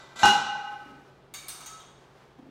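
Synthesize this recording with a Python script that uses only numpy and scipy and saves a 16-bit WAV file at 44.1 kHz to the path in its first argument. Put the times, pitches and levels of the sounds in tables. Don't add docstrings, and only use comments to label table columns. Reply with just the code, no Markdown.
import sys
import numpy as np
from scipy import signal
from scipy.fft import rfft, irfft, next_fast_len
from scipy.io import wavfile
from scipy.ndimage import uniform_filter1d, minimum_filter1d, map_coordinates

SR = 44100
rng = np.random.default_rng(int(sys.argv[2]) if len(sys.argv) > 2 else 0)


def unload_audio(sound):
    columns = np.transpose(np.atleast_2d(sound))
    steps = np.round(np.clip(columns, -1, 1) * 32767)
    wavfile.write(sys.argv[1], SR, steps.astype(np.int16))


N = 110250


def amp(db):
    return 10 ** (np.asarray(db) / 20)


def unit(x):
    return x / np.sqrt(np.mean(x ** 2) + 1e-20)


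def along(points, hz):
    point_hz, values = np.transpose(points)
    return np.interp(np.log(hz + 1), np.log(point_hz + 1), values)


def clock():
    return np.arange(N) / SR


def wobble(rate):
    return map_coordinates(rng.standard_normal(2048), [clock() * rate + 2], mode="wrap")


def tilted(hz, slope, centre_hz):
    return slope * np.log2(np.maximum(hz, centre_hz / 4) / centre_hz)


def noise(colour):
    spectrum = rfft(rng.standard_normal(N))
    return unit(irfft(spectrum * amp(colour(np.fft.rfftfreq(N, 1 / SR))), N))


def at(s, x):
    k = round(s * SR)
    return np.pad(x, (max(k, 0), max(-k, 0)))[max(-k, 0):][:N]


def ring(modes, colour, blur, blur_rate):
    t, out = clock(), np.zeros(N)
    scatter = blur * (1 - np.exp(-t / 0.029))
    for hz, db, t60 in modes:
        rate = blur_rate * np.sqrt(hz / 1000)
        knots = np.arange(0, N / SR + 1, 1 / rate)
        random_knots = rng.standard_normal((2048, 2))[:len(knots)] @ [1, 1j]
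        chance = np.interp(t, knots, random_knots)
        field = (1 + scatter * chance) / np.sqrt(1 + scatter ** 2)
        wave = np.imag(field * np.exp(2j * np.pi * (hz * t + rng.random())))
        out += amp(db + colour(hz) - 60 * t / t60) * wave
    return out * (1 - np.exp(-t / 0.00017))


def burst(colour, decay, direct_db, direct_s, peaky_db):
    t = clock()

    def peaky_colour(hz):
        fine = map_coordinates(rng.standard_normal(1024), [hz / 30])
        return colour(hz) + peaky_db * fine

    hz, s, cells = signal.stft(noise(peaky_colour), SR, nperseg=512)
    fade = amp(-60 * s / along(decay, hz)[:, None])
    tail = signal.istft(cells * fade, SR, nperseg=512)[1][:N]
    strong_start = 1 + amp(direct_db) * np.exp(-t / direct_s)
    return tail * strong_start * (1 - np.exp(-t / .0004))


# start in seconds, ring level in dB, clash level in dB, tilt in dB per octave.
BLOWS = [(0.232, -22, -23, -0.5), (0.254, -29.5, -26.5, 2)]
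# frequency in Hz, relative level in dB, t60 in seconds before damping.
PLATE_MODES = [(336, -21, 0.61), (384, -20, 0.7), (794.7, -7, 1.8), (829.2, -3, 2.05), (873, -17, 1.9),
               (969, -25, 1.0), (1063, -19.5, 2.1), (1283.4, -16, 2.7), (1510, -11, 1.8), (1517, -9, 1.78),
               (1560, -18.5, 1.7), (1965, -22, 1.78), (2460, -22.5, 1.6), (2869, -7.5, 1.37),
               (3424, -22.5, .9), (3908, -22.5, 0.31), (4055, -19, 1.1), (5450, -29, 1.1),
               (6140, -42.5, 0.87), (6670, -34.5, 0.62)]
# frequency in Hz, relative level in dB per Hz.
CLASH_COLOUR = [(29, -61.5), (50, -21.5), (325, -19.5), (444, -23), (622, -28.5), (809, -4), (957, -12),
                (1190, -16.5), (1310, -12.5), (1410, -16), (1550, -10), (1740, -31), (1970, -22),
                (2170, -29.5), (2690, -23), (2890, -13.5), (3100, -27), (4040, -23.5), (5020, -30.5),
                (6080, -25), (15500, -60)]
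# frequency in Hz, t60 in seconds.
IRON_T60 = [(60, 0.27), (150, 0.93), (400, 0.89), (1100, 1), (3500, 1), (7000, 0.69), (10000, 0.57),
            (14000, 0.17)]
# frequency in Hz, relative level in dB per Hz.
SPRAY_COLOUR = [(3000, -31), (7000, -6.5), (10000, 3.5), (15500, -7)]
# frequency in Hz, relative level in dB per Hz.
THUMP_COLOUR = [(30, -21.5), (60, -13.5), (110, -5), (180, 2), (300, -4), (500, 0), (700, -12),
                (2000, -50.5)]
EARLY_DB, EARLY_S = 8, 0.094
DAMP_AT_S, DAMP_T60_S, DAMP_DB = .76, .25, -5
HELD_T60_S = 1.8
SPRAY_DB, SPRAY_T60_S = -41.5, 0.35
THUMP_DB, THUMP_RISE_S, THUMP_T60_S = -36.5, 0.0072, 0.63


def plate_clank():
    t, out = clock(), np.zeros(N)
    early = 1 + amp(EARLY_DB) * np.exp(-(t / EARLY_S) ** 2)
    muffle = amp(np.clip(-60 * (t - DAMP_AT_S) / DAMP_T60_S, DAMP_DB, 0))
    held = amp(-60 * np.maximum(t - DAMP_AT_S, 0) / HELD_T60_S)
    low_modes = [mode for mode in PLATE_MODES if mode[0] < 1200]
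    high_modes = [mode for mode in PLATE_MODES if mode[0] >= 1200]
    for s, ring_db, clash_db, slope in BLOWS:
        tilt = lambda hz: tilted(hz, slope, 1800)
        colour = lambda hz: along(CLASH_COLOUR, hz) + tilt(hz)
        low = ring(low_modes, tilt, blur=.6, blur_rate=26)
        high = ring(high_modes, tilt, blur=.95, blur_rate=30)
        clash = burst(colour, IRON_T60, direct_db=0.5, direct_s=0.036, peaky_db=4.5)
        out += amp(ring_db) * held * (muffle * at(s, low * early) + at(s, high * early))
        out += amp(clash_db) * at(s, clash)
    spray = amp(SPRAY_DB - 60 * t / SPRAY_T60_S) * noise(lambda hz: along(SPRAY_COLOUR, hz))
    thump = amp(THUMP_DB - 60 * t / THUMP_T60_S) * noise(lambda hz: along(THUMP_COLOUR, hz))
    thump *= 1 - np.exp(-t / THUMP_RISE_S)
    return out + at(BLOWS[-1][0], spray) + at(BLOWS[0][0], thump)


# start in seconds, ring level in dB, scrape level in dB, tilt in dB per octave.
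CATCHES = [(-0.08, -49, -45.5, -1), (0.156, -48.5, -43, -0.5), (0.186, -36.5, -37, 1),
           (0.2145, -54, -33, -1)]
# frequency in Hz, relative level in dB, t60 in seconds.
RUBBED_MODES = [(1353, -3, .9), (1560, -0.5, 0.88), (1987, -0.5, .8), (2390, -12, 1.7), (3800, -8.5, 0.36)]
# frequency in Hz, relative level in dB per Hz.
SCRAPE_COLOUR = [(120, -63), (200, -9), (422, -17), (690, -6), (992, -8.5), (1510, -5), (1810, -28),
                 (2020, -17), (2420, -20), (3610, -9.5), (5200, -18.5), (7760, -15.5), (8820, -35.5),
                 (9830, -27), (15500, -44)]


def plate_slide():
    out = np.zeros(N)
    onset = 1 - np.exp(-clock() / .004)
    for s, ring_db, scrape_db, slope in CATCHES:
        tilt = lambda hz: tilted(hz, slope, 2500)
        colour = lambda hz: along(SCRAPE_COLOUR, hz) + tilt(hz)
        tone = ring(RUBBED_MODES, tilt, blur=.5, blur_rate=30)
        rasp = burst(colour, IRON_T60, direct_db=-16.5, direct_s=0.014, peaky_db=4)
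        out += at(s, (amp(ring_db) * tone + amp(scrape_db) * rasp) * onset)
    return out


# start in seconds, collar ring level in dB, sleeve ring level in dB,
# click level in dB, tilt in dB per octave, favoured frequency in Hz, its boost in dB.
CLINKS = [(1.339, -49.5, -62, -44, 1.5, 2320, 8), (1.483, -68, -52.5, -41, 3, 9200, 4.5),
          (1.605, -59.5, -61, -53, -1, 4490, 2.5), (1.660, -60.5, -58, -47, 0, 6820, 8),
          (1.799, -78, -72.5, -57, -3.5, 3346, 13.5)]
# frequency in Hz, relative level in dB.
COLLAR_MODES = [(1180, -15), (1550, -5.5), (2277, -4), (3750, -0.5), (4565, -2), (6288, -2), (6580, 3),
                (7117, -1), (8350, -2.5), (9080, -5)]
# frequency in Hz, relative level in dB before a random change per clink.
SLEEVE_MODES = [(1288, 4), (2860, -6), (3250, -5), (3720, -0.5), (5405, -3.5), (6045, -2), (6380, -14),
                (6555, -5), (8140, -3), (8344, 1), (8586, -13)]
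# frequency in Hz, relative level in dB per Hz.
CLICK_COLOUR = [(410, -51), (700, -1.5), (2280, -9.5), (3190, -10.5), (3730, -5.5), (7500, -14),
                (8320, -11.5), (15500, -17)]
# frequency in Hz, t60 in seconds.
CLICK_T60 = [(1000, 1), (4000, 0.89), (7500, 0.8), (13000, .45)]
# frequency in Hz, relative level in dB per Hz.
TICK_COLOUR = [(1000, -19.5), (5000, -9), (11000, 1.5), (15500, 1)]
COLLAR_T60_S, SLEEVE_T60_S = .62, .7
FAVOUR_OCT = 0.21
CLUSTER_HZ, CLUSTER_DB = 130, 5
TICK_DB, TICK_T60_S = 1, .1
SNAP_GROWS, HARD_CLICK_DB = .7, -45.5


def clusters(hz):
    near = [np.exp(-((hz - mode[0]) / CLUSTER_HZ) ** 2) for mode in COLLAR_MODES + SLEEVE_MODES]
    return CLUSTER_DB * np.max(near, axis=0)


def collar():
    t, out = clock(), np.zeros(N)
    collar_modes = [(hz, db, COLLAR_T60_S) for hz, db in COLLAR_MODES]
    for s, collar_db, sleeve_db, click_db, slope, favoured_hz, boost_db in CLINKS:
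        def colour(hz):
            octaves = np.log2((hz + 1) / favoured_hz)
            return tilted(hz, slope, 4100) + boost_db * np.exp(-(octaves / FAVOUR_OCT) ** 2)

        click_colour = lambda hz: along(CLICK_COLOUR, hz) + colour(hz) + clusters(hz)
        small = ring(collar_modes, colour, blur=2.5, blur_rate=110)
        sleeve_modes = [(hz, db + rng.normal(0, 2), SLEEVE_T60_S) for hz, db in SLEEVE_MODES]
        large = ring(sleeve_modes, colour, blur=2, blur_rate=55)
        click = burst(click_colour, CLICK_T60, direct_db=-8, direct_s=0.027, peaky_db=3.5)
        snap_db = TICK_DB + SNAP_GROWS * (click_db - HARD_CLICK_DB)
        tick = noise(lambda hz: along(TICK_COLOUR, hz) + colour(hz))
        tick *= amp(snap_db - 60 * t / TICK_T60_S)
        out += at(s, amp(collar_db) * small + amp(sleeve_db) * large + amp(click_db) * (click + tick))
    return out


SING_S, SING_RISE_S = 1.655, .045
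SING_HZ, SING_DB, SING_T60_S = 1294, -46.5, 0.54


def plate_sing():
    t = clock()
    fade = amp(-60 * np.maximum(t - 2 * SING_RISE_S, 0) / SING_T60_S)
    swell = np.minimum(t / SING_RISE_S, 1) * fade
    tone = np.sin(2 * np.pi * SING_HZ * t + 0.28 * wobble(35))
    return amp(SING_DB) * at(SING_S, swell * tone)


# start in seconds, level in dB.
STEPS = [(0.859, -52.5), (0.918, -53), (2.385, -50.5), (2.423, -59), (2.464, -54.5)]
# frequency in Hz, relative level in dB per Hz.
THUD_COLOUR = [(60, -32), (160, -13), (270, 5.5), (400, -13), (700, -13), (2000, -34.5), (8000, -51)]


def footfalls():
    out = np.zeros(N)
    onset = 1 - np.exp(-clock() / 0.0013)
    thud_t60 = [(200, 0.63), (4000, 0.37)]  # Hz, seconds
    for s, db in STEPS:
        thud = burst(lambda hz: along(THUD_COLOUR, hz), thud_t60, direct_db=1.5, direct_s=0.01, peaky_db=0.5)
        out += amp(db) * at(s, thud * onset)
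    return out


# frequency in Hz, relative level in dB per Hz.
AIR_COLOUR = [(15, -39), (25, -18.5), (53, -7), (107, -12), (140, -8), (305, -11), (399, -3.5), (433, -10),
              (614, -12), (666, -12.5), (1850, -23), (2170, -26), (3340, -27.5), (15500, -55.5)]
# time in seconds, level in dB before a random waver.
SHUFFLE_LEVEL = [(0, -60), (0.75, -55), (0.85, -55.5), (1.12, -62), (1.3, -73.5), (1.55, -56.5),
                 (1.97, -63), (2.1, -62.5), (2.22, -59), (2.35, -66.5), (2.5, -70)]
# frequency in Hz, relative level in dB per Hz.
CLOTH_COLOUR = [(200, -11), (800, 3.5), (1500, -1.5), (2500, -9), (6000, -17), (10000, -27.5), (15500, -32)]
AIR_DB, HUM_HZ, HUM_DB = -58, 136.6, -61


def background():
    t = clock()
    air = amp(AIR_DB) * noise(lambda hz: along(AIR_COLOUR, hz))
    hum = amp(HUM_DB + 1.1 * wobble(40)) * np.sin(2 * np.pi * HUM_HZ * t + .7 * wobble(36))
    shuffle_db = np.interp(t, *np.transpose(SHUFFLE_LEVEL)) + 1.1 * wobble(45)
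    shuffle = amp(shuffle_db) * noise(lambda hz: along(CLOTH_COLOUR, hz))
    return air + hum + shuffle


def scene():
    metal = plate_slide() + plate_clank() + collar() + plate_sing()
    return (metal + footfalls() + background())[None]


CEILING = 0.53
TOP_HZ = 15850


def record(dry):
    need = np.minimum(1, CEILING / (abs(dry) + 1e-9))
    gain = uniform_filter1d(minimum_filter1d(need, size=161), size=161)
    m = next_fast_len(N + SR // 2)
    band = np.clip((TOP_HZ - np.fft.rfftfreq(m, 1 / SR)) / 300 + .5, 0, 1)
    return irfft(rfft(dry * gain, m) * band, m)[..., :N]


dry = scene()
out = record(dry)
unload_audio(out)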